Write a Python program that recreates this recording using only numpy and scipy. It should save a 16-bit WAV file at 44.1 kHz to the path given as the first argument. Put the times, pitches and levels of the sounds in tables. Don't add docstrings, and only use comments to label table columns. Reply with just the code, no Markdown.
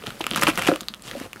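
import sys
import numpy as np
from scipy import signal
from scipy.fft import rfft, irfft, next_fast_len
from scipy.io import wavfile
from scipy.ndimage import map_coordinates

SR = 44100
rng = np.random.default_rng(int(sys.argv[2]) if len(sys.argv) > 2 else 0)


def transcribe(signal):
    frames = np.atleast_2d(signal).T
    limited = np.clip(frames, -1, 1)
    pcm = np.round(limited * 32767).astype(np.int16)
    wavfile.write(sys.argv[1], SR, pcm)


def gain_from_decibels(decibels):
    exponent = np.asarray(decibels, float) / 20
    return 10 ** exponent


N = 61739
CREASE_RISE = 0.52
ONSET_DELAY_S = 0.00102


def unit(x):
    return x / np.sqrt(np.mean(x ** 2) + 1e-20)


def along(points, hz):
    f, value = np.transpose(points)
    return np.interp(np.log(hz + 1), np.log(f + 1), value)


def wobble(rate):
    return map_coordinates(rng.standard_normal(int(N * rate / SR) + 4), [np.arange(N) * rate / SR])


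def coloured(x, spectrum):
    size = next_fast_len(N + 8192)
    gain = gain_from_decibels(along(spectrum, np.fft.rfftfreq(size, 1 / SR)))
    return unit(irfft(rfft(x, size) * gain, size)[:N])


def ring(t, hz, t60, rise_s):
    return np.sin(2 * np.pi * hz * t) * gain_from_decibels(-60 * t / t60) * (1 - np.exp(-(t / rise_s) ** 2))


def add(track, s, sound):
    track[round(s * SR):][:len(sound)] += sound


# frequency in Hz, level in dB per Hz.
HUM_SPECTRUM = [(15, -40), (25, -34), (208, 10.5), (349, -15.5), (1250, -1), (2150, -35), (10100, -15),
                (15200, -45), (16500, -53)]


def hum():
    return gain_from_decibels(-53) * coloured(rng.standard_normal(N), HUM_SPECTRUM)


# frequency in Hz, t60 in seconds.
ROOM_DECAY = [(200, 0.19), (2000, 0.16), (4500, 0.12), (12000, 0.023)]


def room(x):
    out = np.zeros(N + SR)
    delay_s = 0.002
    for start in range(0, N, SR // 4):
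        hz, t, bins = signal.stft(rng.standard_normal(SR // 3), SR, nperseg=256)
        decay = gain_from_decibels(-60 * t / along(ROOM_DECAY, hz)[:, None])
        tail = signal.istft(bins * decay, SR, nperseg=256)[1]
        tail = tail / np.linalg.norm(tail)
        add(out, start / SR + delay_s, signal.fftconvolve(x[start:start + SR // 4], tail))
    return out[:N]


# time in seconds, strength in dB.
HANDLING = [(0, -44.5), (.1, -39), (.19, -43), (.3, -38.5), (.43, -33), (.52, -31.5), (.57, -34),
            (.67, -31.5), (.79, -43.5), (.86, -47.5), (.95, -49.5), (.99, -54), (1.03, -49.5), (1.061, -43),
            (1.13, -41.5), (1.25, -41.5), (1.29, -50.5), (1.4, -47.5)]
# frequency in Hz, level in dB per Hz.
RUSTLE_SPECTRUM = [(59, -13), (100, 5.5), (552, 0.5), (922, -7.5), (1440, -3.5), (4390, -10.5), (9470, -23),
                   (13900, -20), (16500, -70)]
# frequency in Hz, level in dB per Hz.
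RUMBLE_SPECTRUM = [(20, -22), (40, -2.5), (65, -1), (110, -34), (180, -26.5)]


def rustle():
    s, db = np.transpose(HANDLING)
    strength_db = np.interp(np.arange(N) / SR, s, db)
    grains = rng.standard_normal(N) * gain_from_decibels(3 * wobble(500))
    rub = gain_from_decibels(strength_db - 0.5 + 1.94 * wobble(25.3)) * coloured(grains, RUSTLE_SPECTRUM)
    rumble_db = -50 + 0.63 * (strength_db - strength_db.mean())
    return rub + gain_from_decibels(rumble_db) * coloured(rng.standard_normal(N), RUMBLE_SPECTRUM)


# time in seconds, peak in dB, fold pitch in Hz,
# level of the bag modes over the fold in dB, t60 of the fold in seconds.
THUDS = [(0.036, -28.5, 434, -6, .03), (0.069, -24.5, 219, -6, 0.032), (0.076, -25.5, 134, -17, 0.065),
         (0.205, -19, 337, -9, 0.025), (0.263, -32.5, 246, -6, .04), (0.31, -19.5, 211, -4, 0.041),
         (0.333, -24.5, 294, -6, 0.038), (0.357, -24.5, 190, -17, 0.067), (0.377, -19.5, 202, -15, 0.031),
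         (0.42, -24, 554, 3, 0.066), (0.431, -21, 178, -29, 0.06), (0.4764, -12, 845, -5, 0.013),
         (0.4828, -11, 311.4, -22, 0.049), (0.578, -17.5, 196, 2, 0.046), (0.588, -26, 149, 0, 0.037),
         (0.6852, -3, 299.4, 0, 0.05), (0.7142, -9, 549, -17, 0.028), (0.7224, -13, 319, -11, 0.066),
         (0.75, -23.5, 597, -12, 0.045), (0.813, -29, 236, 3.5, 0.085), (0.901, -30, 215, -14, 0.055),
         (1.113, -33, 520, -25, 0.051), (1.256, -27.5, 90, 0, .07), (1.15, -20, 562, -5.5, 0.046),
         (1.165, -26.5, 248, -10, 0.099), (1.209, -21, 267, -1, 0.04), (1.357, -34, 320, -18, 0.027)]
# frequency in Hz, level in dB, t60 in seconds.
BAG_MODES = [(195, -13, .06), (240, -12, .05), (325, -6, .05), (530, -6, .05), (678, -8, .05),
             (830, -13, .02)]


def thuds():
    out, t = np.zeros(N + SR), np.arange(SR // 6) / SR
    attack_s = 0.0018
    for s, db, fold_hz, bag_db, fold_t60 in THUDS:
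        thud = ring(t, fold_hz, fold_t60, attack_s)
        for hz, mode_db, t60 in BAG_MODES:
            level = gain_from_decibels(rng.normal(mode_db + bag_db, 1.5))
            mode = level * ring(t, hz * rng.normal(1, 0.025), t60, attack_s)
            if abs(hz - fold_hz) > hz / 8:
                thud = thud + mode
        add(out, s + ONSET_DELAY_S, -gain_from_decibels(db - 1.5) * thud / abs(thud).max())
    return out[:N] * (1 + 0.12 * wobble(150))


# start in seconds, length in seconds.
TEAR_SPANS = [(.062, .03), (.207, .012), (.36, .024), (.385, .018), (.412, .009), (.423, .016), (.47, .032),
              (.576, .022), (.615, .052), (.668, .017), (.69, .055), (1.035, .07), (1.165, .1)]
# level in dB, grain pitch in Hz.
TEARS = [(-39, 1320), (-40, 1860), (-29.5, 1600), (-41, 3300), (-33, 3700), (-22, 1760), (-25, 1540),
         (-27, 1450), (-31, 1650), (-23.5, 2150), (-38, 1080), (-44, 5200), (-42.5, 1250)]
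# frequency in Hz, level in dB per Hz.
FILM_SPECTRUM = [(180, -26), (300, 0), (1190, 5.5), (2030, -10), (2700, 7.5), (4100, -4.5), (12000, -8.5),
                 (15200, -36), (16500, -50)]


def tears():
    now, t = np.arange(N) / SR, np.arange(400)[None] / SR
    release_s, grains_per_s, grain_cycles, spread_octaves = 0.05, 1600, 5.4, 0.6
    bursts = []
    for (s, length), (db, _) in zip(TEAR_SPANS, TEARS):
        fall_db = 60 * np.clip(now - s - length, 0, 1) / release_s
        bursts.append(gain_from_decibels(db - fall_db) * (now > s))
    bursts = np.array(bursts)

    count = int(grains_per_s * N / SR)
    at = (rng.random(count) * N).astype(int)
    centre = np.array(TEARS)[bursts.argmax(axis=0)[at], -1]
    hz = centre * 2 ** (spread_octaves * rng.standard_normal(count))
    hz = np.clip(hz, 400, 14000)[:, None]
    level = gain_from_decibels(-4 * np.log(rng.random((count, 1)) + 0.035))
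    sign = np.sign(rng.random((count, 1)) - 0.5)
    grains = level * sign * np.sqrt(hz) * ring(t, hz, grain_cycles / hz, CREASE_RISE / hz)
    places = at[:, None] + np.arange(400)
    crackle = unit(np.bincount(places.ravel(), grains.ravel())[:N])

    hiss = coloured(rng.standard_normal(N) * gain_from_decibels(3.1 * wobble(400)), FILM_SPECTRUM)
    return bursts.sum(axis=0) * unit(crackle + gain_from_decibels(0.5) * hiss)


# time in seconds, peak in dB, crease pitch in Hz, crack over it in dB, padding over it in dB.
SNAPS = [(0.0233, -28.5, 2700, -24, -7.5), (0.037, -25, 3200, -24, -11), (0.0675, -14, 3260, -17, -16),
         (0.1037, -22, 3080, -15, -7), (0.2125, -13, 3180, -27, -38),
         (0.2402, -11.5, 2600, -23, -14.5), (0.2655, -8.5, 2720, -13, -8),
         (0.3113, -6.5, 3210, -34, -19), (0.334, -12.5, 3050, -26, -14), (0.346, -11, 3080, -30, -19),
         (0.359, -9.5, 4000, -10, -4.5), (0.3704, -14.5, 3030, -23, -9),
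         (0.3734, -20.5, 1420, -5.5, -1.5), (0.3789, -22, 2360, -36, 0.5),
         (0.3934, -21, 1560, -12, -17), (0.412, -18, 2000, -6, -22), (0.4211, -4.5, 1820, -23, -8.5),
         (0.4339, -12, 2340, -3, -8),
         (0.4707, -1, 2590, -27, -12), (0.4778, -12, 2800, -19, -0.5), (0.4834, -8, 1490, -14.5, -24),
             (0.4964, -16, 2300, -24, -41), (0.5559, -19.5, 5440, -14, -15), (0.5745, -9, 2500, -13, -9),
             (0.5864, -11.5, 1890, -20, -19), (0.5915, -17, 10900, -19, -5),
             (0.6159, -13.5, 2850, -24, -14), (0.6203, -10, 2330, -16, -12), (0.6343, -15, 2570, -28, -20),
             (0.6572, -13, 2600, -24, -26), (0.6683, -23, 2210, -36, -2), (0.6735, -5, 2510, -20, -39),
             (0.6847, -8, 1550, -19.5, -7), (0.7144, -12.5, 1320, -41, -14),
             (0.7365, -16.5, 2640, -35, -12), (0.7586, -15.5, 2960, -14, -9.5),
         (0.8066, -14.5, 3750, -14.5, -16), (0.8835, -8.5, 4000, -17.5, -23),
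              (0.9379, -17, 3200, -38, -15), (1.021, -33.5, 3720, -1, -42), (1.0767, -26, 3000, -12, -10),
              (1.0827, -24, 3370, -19, -35), (1.0892, -26, 3200, -20, -37), (1.0967, -29.5, 3360, -26, -36),
              (1.1116, -19.5, 1880, -18, -41), (1.1121, -19.5, 3440, -19, -30),
              (1.1987, -23.5, 1800, -13, -14), (1.2632, -37, 3210, -25, -7),
              (1.3303, -18, 2600, -15.5, -17.5), (1.3592, -27.5, 1470, -16.5, -31),
              (1.369, -30, 1530, -35, -20),
         (0.019, -34.5, 1870, -19, -3.5), (0.056, -28, 2820, -30, -15),
               (0.063, -22.5, 1780, -15.5, -8), (0.0754, -28, 2900, -25, -14),
               (0.1956, -22.5, 10000, -34, -30), (.2053, -15.5, 846, -23, -30),
               (0.2091, -15, 2950, -19, -23), (0.291, -23, 3000, -20, -17), (0.2978, -30, 3570, -24, -28),
               (0.3067, -14.5, 9700, -30, -17), (0.3215, -20, 3000, -14, -12), (0.3648, -21, 2270, -7, -23),
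               (0.3744, -15.5, 3000, -15, -12), (0.396, -18, 2400, -13, -11), (0.401, -37, 3040, -17, -20),
               (0.4157, -10, 6700, -22, -39), (0.4285, -17, 3030, -11, -6),
               (0.4318, -5.5, 2830, -21.5, -8.5), (0.439, -29, 1800, -22, 0), (.4678, -3.5, 2740, -28, -16),
               (0.4818, -17, 3620, -33, -17), (.4862, -11, 2600, -19, -18), (0.4895, -10, 2700, -20, -6),
               (0.498, -22, 2800, -3, -16), (.501, -14, 2300, -26, -30), (0.5147, -20.5, 2570, -23, -32),
               (.6712, -21.5, 1820, -14, -23), (.581, -21, 2900, -7, -12), (0.648, -15, 2800, -24, -20),
               (.811, -26.5, 3600, -6, -20), (.831, -27, 3800, -18, -13), (0.944, -25.5, 3400, -13, -19)]


def snaps():
    out, t = np.zeros(N + SR), np.arange(SR // 30) / SR
    crack_band = signal.butter(2, [8600 - 5300, 8600 + 5300], "bandpass", fs=SR)
    crack_shape = gain_from_decibels(-60 * t / 0.0045) * (1 - np.exp(-t / 0.0001))
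    pad_hz, pad_t60 = 1297, 0.012
    for s, db, hz, crack_db, pad_db in SNAPS:
        crack = signal.lfilter(*crack_band, rng.standard_normal(len(t)) * crack_shape)
        t60, rise_s = 9 / hz, CREASE_RISE / hz
        overtone_hz = 1.63 * hz * gain_from_decibels(rng.normal(0, 1))
        crease = ring(t, hz, t60, rise_s) + gain_from_decibels(-16) * ring(t, overtone_hz, t60, rise_s)
        pad = ring(t, pad_hz * gain_from_decibels(rng.normal(0, 0.73)), pad_t60, CREASE_RISE / pad_hz)
        snap = gain_from_decibels(crack_db + 11) * crack - 2 * crease - gain_from_decibels(pad_db + 7.5) * pad
        add(out, s + ONSET_DELAY_S, gain_from_decibels(db) * snap)
    return out[:N]


def scene():
    low_cut = signal.butter(3, 136, "highpass", fs=SR, output="sos")
    mailer = signal.sosfilt(low_cut, snaps() + thuds() + tears())
    return (mailer + gain_from_decibels(-15.5) * room(mailer) + rustle() + hum())[None]


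def band_limit(x):
    return signal.sosfilt(signal.butter(12, 17000, fs=SR, output="sos"), x)


def record(dry):
    roll_off = signal.butter(2, 14600, fs=SR, output="sos")
    edge = signal.ellip(8, 1, 24, 15800, fs=SR, output="sos")
    mix = signal.sosfilt(np.vstack([roll_off, edge]), dry)
    return band_limit(mix)


dry = scene()
out = record(dry)
transcribe(out)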